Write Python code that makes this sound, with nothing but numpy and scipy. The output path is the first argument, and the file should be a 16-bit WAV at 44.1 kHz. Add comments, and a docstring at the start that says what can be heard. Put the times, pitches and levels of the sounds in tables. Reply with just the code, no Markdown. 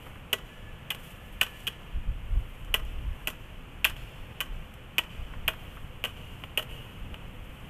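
"""Two people spar with hollow plastic light-sword blades on a paved square, a few metres from a small camera.
Each clack is a blow, a rebound and a short chatter of the tubes, built from decaying modes and noise.
Paving and house fronts throw it back as filtered noise echoes. Shoes tap and scuff as resonant and hissing noise.
Wind nudges the microphone as deep noise, and traffic rumbles beyond the square with a weak drone and faint squeal."""
import sys
import numpy as np
from scipy import signal
from scipy.fft import rfft, irfft
from scipy.io import wavfile
from scipy.ndimage import uniform_filter1d

SR = 44100
rng = np.random.default_rng(int(sys.argv[2]) if len(sys.argv) > 2 else 0)


def wav_out(sig):
    """Save sig, one row per channel (or a flat mono array), as 16-bit PCM at SR to the path in sys.argv[1]."""
    wavfile.write(sys.argv[1], SR, np.round(np.clip(np.atleast_2d(sig).T, -1, 1) * 32767).astype(np.int16))


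N = 339129
T = np.arange(N) / SR

# ringing modes of the hollow tubes: f/Hz, level/dB (relative), t60/s
TUBE_MODES = [(236, -5.5, 0.082), (322, -26, 0.079), (448, -9.5, 0.12), (530, -11.5, 0.11),
              (643, -0.5, 0.054), (893, -6, 0.019), (1070, 0.5, 0.03), (1165, -3, 0.048),
              (1302, -4.5, 0.061), (1523, 1, 0.016), (1630, -10, 0.078), (1957, 0.5, 0.082),
              (2470, 0.5, 0.017), (2660, -12, 0.024), (2854, 1, 0.043), (3010, 2, 0.043),
              (3255, -2.5, 0.017)]


def undb(db):
    """Decibels to gain."""
    return 10 ** (np.asarray(db) / 20)


def unit(x):
    """Scale to an energy of one."""
    return x / np.sqrt(np.sum(x ** 2))


def level(x, db):
    """Scale to an rms level in dB."""
    return x * undb(db) / np.std(x)


def curve(rows):
    """Join (t/s, value) rows by straight lines."""
    return np.interp(T, *np.transpose(rows))


def swells(rows):
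    """Gain of sounds that rise and fall smoothly: (middle t/s, length/s, level/dB) rows."""
    return sum(undb(db) * np.exp(-2 * ((T - s) / length) ** 2) for s, length, db in rows)


def fade(t, t60):
    """Exponential decay by 60 dB in t60 seconds."""
    return np.exp(-np.log(1000) * t / t60)


def add(track, s, x):
    """Mix x into track at time s."""
    i = max(int(s * SR), 0)
    part = x[:max(len(track) - i, 0)]
    track[i:i + len(part)] += part


def colour(x, points, size=8192):
    """Causal filter through (f/Hz, level/dB) points, built from the cepstrum."""
    hz, db = np.transpose(points)
    f = np.maximum(np.fft.rfftfreq(size, 1 / SR), 1)
    cepstrum = irfft(np.log(undb(np.interp(np.log(f), np.log(hz), db))))
    # folding the cepstrum onto positive times gives minimum phase
    cepstrum[1:size // 2] *= 2
    cepstrum[size // 2 + 1:] = 0
    impulse = irfft(np.exp(rfft(cepstrum)))
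    return signal.fftconvolve(x, impulse)[:len(x)]


def band(x, hz, width_hz):
    """One resonance, gain 1 at its centre."""
    return signal.lfilter(*signal.iirpeak(hz, hz / width_hz, fs=SR), x)


def walk(rate):
    """Slow random wander with a spread of one, from rate random steps a second, smoothed twice."""
    k = int(SR / rate)
    steps = np.repeat(rng.standard_normal(N // k + 1), k)
    smooth = uniform_filter1d(uniform_filter1d(steps, k), k)
    return level(smooth[:N], 0)


def traffic(db=-47, engine_sway_db=0.43, tyre_sway_db=0.42, squeal_hz=1725, squeal_width_hz=30,
            drone_hz=500, drone_db=-63):
    """Distant engines and tyres are low and high noise, wavering a little, with a weak drone and a thin squeal."""
    # how busy the road is: t/s, level/dB
    busy = [(0, 1), (1, -1.5), (4.8, -.5), (7.1, 2.5), (7.69, 0)]
    # spectrum of the road heard across the square: f/Hz, level/dB
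    road_colour = [(20, -8.5), (60, 3.5), (115, 6.5), (170, 2), (250, -3), (350, -8), (500, -9), (800, -10),
                   (1200, -10.5), (1700, -15.5), (2300, -17), (4000, -23), (8000, -23), (14000, -26.5)]
    # far squeals: middle t/s, length/s, level/dB
    squeals = [(0.66, 0.23, -59.5), (1.5, 0.71, -61.5), (3.22, 0.29, -66)]
    engines, tyres, drone, squeal = rng.standard_normal((4, N))
    busy_db = curve(busy)
    lowpass = signal.butter(2, 300, fs=SR, output="sos")
    highpass = signal.butter(2, 300, "high", fs=SR, output="sos")
    low = signal.sosfilt(lowpass, engines) * undb(busy_db + engine_sway_db * walk(6.7))
    # the tyres follow the swell only slightly
    high = signal.sosfilt(highpass, tyres) * undb(0.079 * busy_db + tyre_sway_db * walk(6.5))
    roar = level(colour(low + high, road_colour), db)
    drone = level(band(drone, drone_hz, 32), drone_db)
    squeal = band(band(squeal, squeal_hz, squeal_width_hz), squeal_hz, squeal_width_hz)
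    return roar + drone + level(squeal, 0) * swells(squeals)


def wind(sway_db=3.5, sways_per_s=12):
    """Gusts buffet the microphone over a light breeze; the eddies are slow, so it is all deep rumble."""
    # spectrum of the rumble: f/Hz, level/dB
    wind_colour = [(10, -11), (22, 1), (33, 2), (50, -5), (75, -8), (120, -17), (200, -33.5), (400, -43),
                   (1500, -76)]
    # the light breeze between the gusts: t/s, level/dB
    breeze_rows = [(0, -50), (1.5, -50.5), (4.6, -50), (6.3, -48.5), (7.69, -49)]
    # gusts on the microphone: middle t/s, length/s, level/dB
    gusts = [(1.975, 0.052, -30.5), (2.09, 0.038, -29.5), (2.25, 0.38, -38), (2.365, 0.058, -24),
             (2.81, 0.24, -34), (3.06, 0.11, -31.5), (3.6, 0.055, -41), (3.9, 0.26, -44),
             (4.22, 0.062, -41.5), (5.215, 0.06, -33), (5.42, 0.14, -38), (5.8, 0.087, -41.5),
             (7.03, .05, -38), (7.46, 0.12, -46)]
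    eddies = colour(rng.standard_normal(N), wind_colour)
    # even out the noise, so that the tables alone set its level
    eddies /= np.sqrt(uniform_filter1d(eddies ** 2, SR // 6))
    breeze = undb(curve(breeze_rows) + sway_db * walk(sways_per_s))
    return eddies * np.hypot(breeze, swells(gusts))


def shoes(step_t60=0.066, grit_db=2):
    """Soles landing give dull taps of resonant noise; sliding soles give a hiss with a gritty flutter."""
    # shoes landing on the paving: t/s, level/dB (of energy), f/Hz
    landings = [(0.066, -19, 835), (0.1562, -22.5, 1160), (2.6793, -27, 1100), (2.7927, -25, 890),
                (3.215, -26, 1000), (5.337, -16.5, 990), (5.77, -19, 1200)]
    # soles sliding: middle t/s, length/s, level/dB (relative)
    scuffs = [(0.028, 0.2, -54), (1.07, 0.13, -48.5), (1.294, 0.16, -57), (1.547, 0.25, -53),
              (2.432, .25, -58), (2.625, .16, -62), (3.206, 0.15, -59), (5.71, 0.28, -56.5),
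              (6.34, 0.31, -57), (7.615, 0.45, -58)]
    # spectrum of the slide: f/Hz, level/dB
    scuff_colour = [(300, -37), (2000, 1), (4000, 3.5), (6500, 7), (11000, 8.5), (14000, 7)]
    out, t = np.zeros(N), T[:SR // 4]
    for s, db, hz in landings:
        thud = rng.standard_normal(len(t)) * fade(t, step_t60)
        tap = band(band(thud, hz, 660), hz, 1500)
        add(out, s, undb(db) * unit(tap))
    grit = undb(grit_db * walk(74))
    hiss = level(colour(rng.standard_normal(N), scuff_colour), 1.1)
    return out + swells(scuffs) * grit * hiss


def square(near, outward, scatter_db=-18, scatter_t60=0.35, slap_s=0.053, slap_db=-24,
           far_s=0.11, far_db=-18.5, far_t60=1.8):
    """Open-air echo: quick scatter off paving and kerbs, one slap, then a thin late wash from the house fronts."""
    # spectrum of what the square returns: f/Hz, level/dB
    echo_colour = [(100, -12), (300, 6), (1000, 1), (2600, -5), (5000, 1.5), (9000, -3.5), (14000, -8)]
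    t = T[:SR]
    quick, slap, late = rng.standard_normal((3, SR))
    ground, fronts = np.zeros((2, SR))
    add(ground, 0.012, undb(scatter_db) * unit(quick * fade(t, scatter_t60)))
    add(ground, slap_s, undb(slap_db) * unit(slap * fade(t, 0.011)))
    onset = 1 - np.exp(-t / 0.0044)
    add(fronts, far_s, undb(far_db) * unit(late * fade(t, far_t60) * onset))
    echo = signal.fftconvolve(near, ground) + signal.fftconvolve(outward, fronts)
    return colour(echo[:N], echo_colour)


def contact(t, wall_hz, wall_db=-7, wall_t60=0.0033, ring_db=-6, crack_db=-4, crack_t60=0.008, detune=0.017):
    """One contact: a click, a noisy crack, a brief ping of the tube wall and modes of varying tuning and sign."""
    hz, db, t60 = np.transpose(TUBE_MODES)[:, :, None]
    tuning, side = rng.standard_normal((2, len(hz), 1))
    tones = np.sin(2 * np.pi * hz * (1 + detune * tuning) * t)
    ring = np.sum(np.sign(side) * undb(db) * fade(t, t60) * tones, axis=0)
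    wall = np.cos(2 * np.pi * wall_hz * t) * fade(t, wall_t60)
    crack = rng.standard_normal(len(t)) * fade(t, crack_t60)
    # the crackle of hard plastic is nearly all treble
    crack = colour(crack, [(1000, -21), (3500, -13), (6000, -4), (13000, -0.5)])
    click = t == 0
    return click + undb(wall_db) * unit(wall) + undb(crack_db) * unit(crack) + undb(ring_db) * unit(ring)


def chatter(t, t60, rate=1000, buzz_db=-5, buzz_stretch=2.64, onset_s=0.0016, hollow_db=2):
    """The shaken tubes rattle against each other: dying ticks over a fine buzz, which ring the same modes."""
    size, buzz = rng.standard_normal((2, len(t)))
    # rate is the mean number of ticks per second
    ticks = size * (rng.random(len(t)) < rate / SR)
    build = 1 - np.exp(-t / onset_s)
    ticks = unit(ticks * build * fade(t, t60))
    buzz = unit(buzz * build * fade(t, buzz_stretch * t60))
    rattle = ticks + undb(buzz_db) * buzz
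    # a resonance decays faster the wider it is
    ring = sum(undb(db) * band(rattle, hz, np.log(1000) / (np.pi * ring_t60))
               for hz, db, ring_t60 in TUBE_MODES)
    tone = [(300, 1.5), (1200, 2), (2800, 0.5), (6000, 4.5), (13000, 3)]
    return unit(colour(rattle + undb(hollow_db) * ring, tone))


def disperse(x, lag_ms=((300, 1.5), (700, 4), (1100, 5), (1600, 3.5), (2300, 0.6), (3000, 0))):
    """Bending waves of middle pitch travel slowly along the tube and arrive after the snap: (f/Hz, lag/ms)."""
    hz, ms = np.transpose(lag_ms)
    f = np.fft.rfftfreq(len(x), 1 / SR)
    lag = np.interp(f, hz, ms) / 1000
    # phase is the running sum of the delay over frequency
    phase = 2 * np.pi * np.cumsum(lag) * f[1]
    return irfft(rfft(x) * np.exp(-1j * phase), len(x))


def clack(wall_hz, rebound_ms, rebound_db, chatter_db, chatter_t60, loose_db=7.0, wall_gain=0.47,
          wall_width_hz=220, ping_hz=13400, ping_db=-4, ping_t60=0.0026):
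    """Blow, rebound and chatter, with a brief, very high ping and one favoured resonance of the wall."""
    t = T[:SR // 4]
    ping = unit(np.sin(2 * np.pi * ping_hz * t) * fade(t, ping_t60))
    blow = contact(t, wall_hz) + undb(ping_db) * ping
    x = blow + undb(chatter_db + loose_db) * chatter(t, chatter_t60)
    add(x, rebound_ms / 1000, undb(rebound_db) * contact(t, wall_hz))
    return disperse(x + wall_gain * band(x, wall_hz, wall_width_hz))


def balance(x, db, body_db, body_tilt_db, snap_db, snap_tilt_db):
    """Share a blow's energy: the spot that is hit colours the body, the hardness of the contact the snap."""
    # edges of the bands that are balanced: f/Hz
    band_edges = [200, 700, 1350, 2100, 4000, 11800, 14000]
    # the tube's bending modes fill the body; the wall rings above it, and the snap lies above that
    body_pivot_hz, body_top_hz, snap_from_hz = 1000, 2100, 4000
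    bass_loss_db = 24  # thin tubes radiate little bass
    edges = np.array(band_edges)
    hz = np.sqrt(edges[:-1] * edges[1:])
    body = (hz < body_top_hz) * (body_db + body_tilt_db * np.log2(hz / body_pivot_hz))
    snap = (hz > snap_from_hz) * (snap_db + snap_tilt_db * np.log2(hz / (2 * snap_from_hz)))
    bands = np.split(np.abs(rfft(x)) ** 2, edges * len(x) // SR)[1:-1]
    present_db = [10 * np.log10(b.mean()) for b in bands]
    gains_db = db + body + snap - present_db
    bass = [(60, gains_db[0] - bass_loss_db), (200, gains_db[0])]
    return colour(x, bass + list(zip(hz, gains_db)))


def blades(knock_gain=1.17, knock_width_hz=48):
    """Tubes struck and touched: what comes straight to the camera, and what goes out across the square."""
    # blade on blade: t/s, level/dB, tube body/dB, body tilt/(dB per octave), snap/dB, snap tilt/(dB per octave),
    # wall f/Hz, knock f/Hz, rebound delay/ms, rebound level/dB, chatter level/dB (before loose_db), chatter t60/s
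    strikes = [(0.3297, 9.5, -1.5, 0, 0, -0.5, 2870, 420, 3, 0.5, 0, 0.035),
               (0.904, 5.5, -5.5, 4, -3.5, 4, 3240, 820, 2.05, 7, 4.5, 0.045),
               (1.412, 12.5, -4.5, 4.5, -3, -0.5, 2640, 1523, 1.72, 2, 0.5, 0.051),
               (1.6697, 6.5, -7.5, 1.2, -4.5, 0.5, 3190, 476, 13, -3, 3, 0.039),
               (2.7416, 10.2, -1.3, 1.5, -2, 4, 2820, 430, 0.99, -9, -1.5, 0.043),
               (3.273, 4, -0.5, -0.2, 2, 1.5, 2650, 450, 6.3, -15, -3.5, 0.056),
               (3.8448, 15, -5, 4, -3.5, 3.5, 2630, 1570, 6.6, -5, 5, 0.052),
               (4.4049, 3, -1, 5, 1.5, 1.5, 3090, 1140, 2, -4, -1, 0.047),
               (4.9826, 12, -5.5, 1, -3.5, -.5, 2610, 960, 6.8, -5, -6, 0.043),
               (5.4791, 10, -1, 2, -5.5, 9, 2900, 640, 4.3, -4, 2.5, 0.039),
               (6.04, 5, -0.9, -1, -4, 1, 2900, 496, 14.5, -6, -3, 0.11),
               (6.575, 8.6, -4.5, -2.5, -4.5, 7, 2840, 610, 3.07, -2.5, -2.5, 0.067)]
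    # light touches of the blades: t/s, level/dB (relative), treble/dB (of the filter from 5500 Hz up)
    touches = [(0.948, -7.5, -2), (1.431, 1, 0), (1.465, -9.5, -7), (1.604, -23, 4), (2.648, -31.5, 11.5),
               (2.8505, -27, 5.5), (3.3022, -9.5, 1), (3.898, -12, 4), (3.9654, -13.5, -8),
               (4.74, -34.5, 15), (6.4378, -3.5, -18), (6.596, -1, -18), (6.626, -9, -3.5),
               (7.143, -5.5, -17)]
    # how strongly the house fronts return the clacks as the fight moves across the square: t/s, level/dB
    fronts_return = [(0, -3.5), (5.5, 0), (6.0, 7), (7.69, 8)]
    near, outward = np.zeros((2, N))
    for s, *force, wall_hz, knock_hz, rebound_ms, rebound_db, chatter_db, chatter_t60 in strikes:
        x = clack(wall_hz, rebound_ms, rebound_db, chatter_db, chatter_t60)
        x = balance(x, *force)[:SR // 5]
        # the hollow knock of the tube is only heard close by
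        add(near, s, x + knock_gain * band(x, knock_hz, knock_width_hz))
        add(outward, s, x)
    t = T[:SR // 4]
    for s, db, treble_db in touches:
        touch = contact(t, wall_hz=3100, wall_db=-4.5, ring_db=-14)
        x = unit(touch + undb(3.5) * chatter(t, t60=0.019))
        tone = [(100, -13), (500, 1), (2800, -7), (5500, treble_db)]
        add(near, s, undb(db) * colour(x, tone))
    return near, outward * undb(curve(fronts_return))


def scene():
    """The duel on the square, in mono."""
    near, outward = blades()
    mix = near + square(near, outward) + shoes() + wind() + traffic()
    return mix[None]


def record(dry):
    """The camera's microphone port rings near 3 kHz and lifts again near the top, where the band ends steeply."""
    # response of the microphone: f/Hz, level/dB
    microphone = [(20, 1.5), (1000, -1), (2100, 2), (2550, 6.5), (3000, 9), (3350, 2.5), (3800, -9.5),
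                  (5000, -14.5), (8000, -10), (11500, -9.5), (12600, -6.5), (13600, -4), (15000, -13)]
    top_hz = 14000
    x = colour(dry[0], microphone)
    steep = signal.ellip(10, 0.2, 70, top_hz, fs=SR, output="sos")
    return signal.sosfilt(steep, x)[None]


dry = scene()
out = record(dry)
wav_out(out)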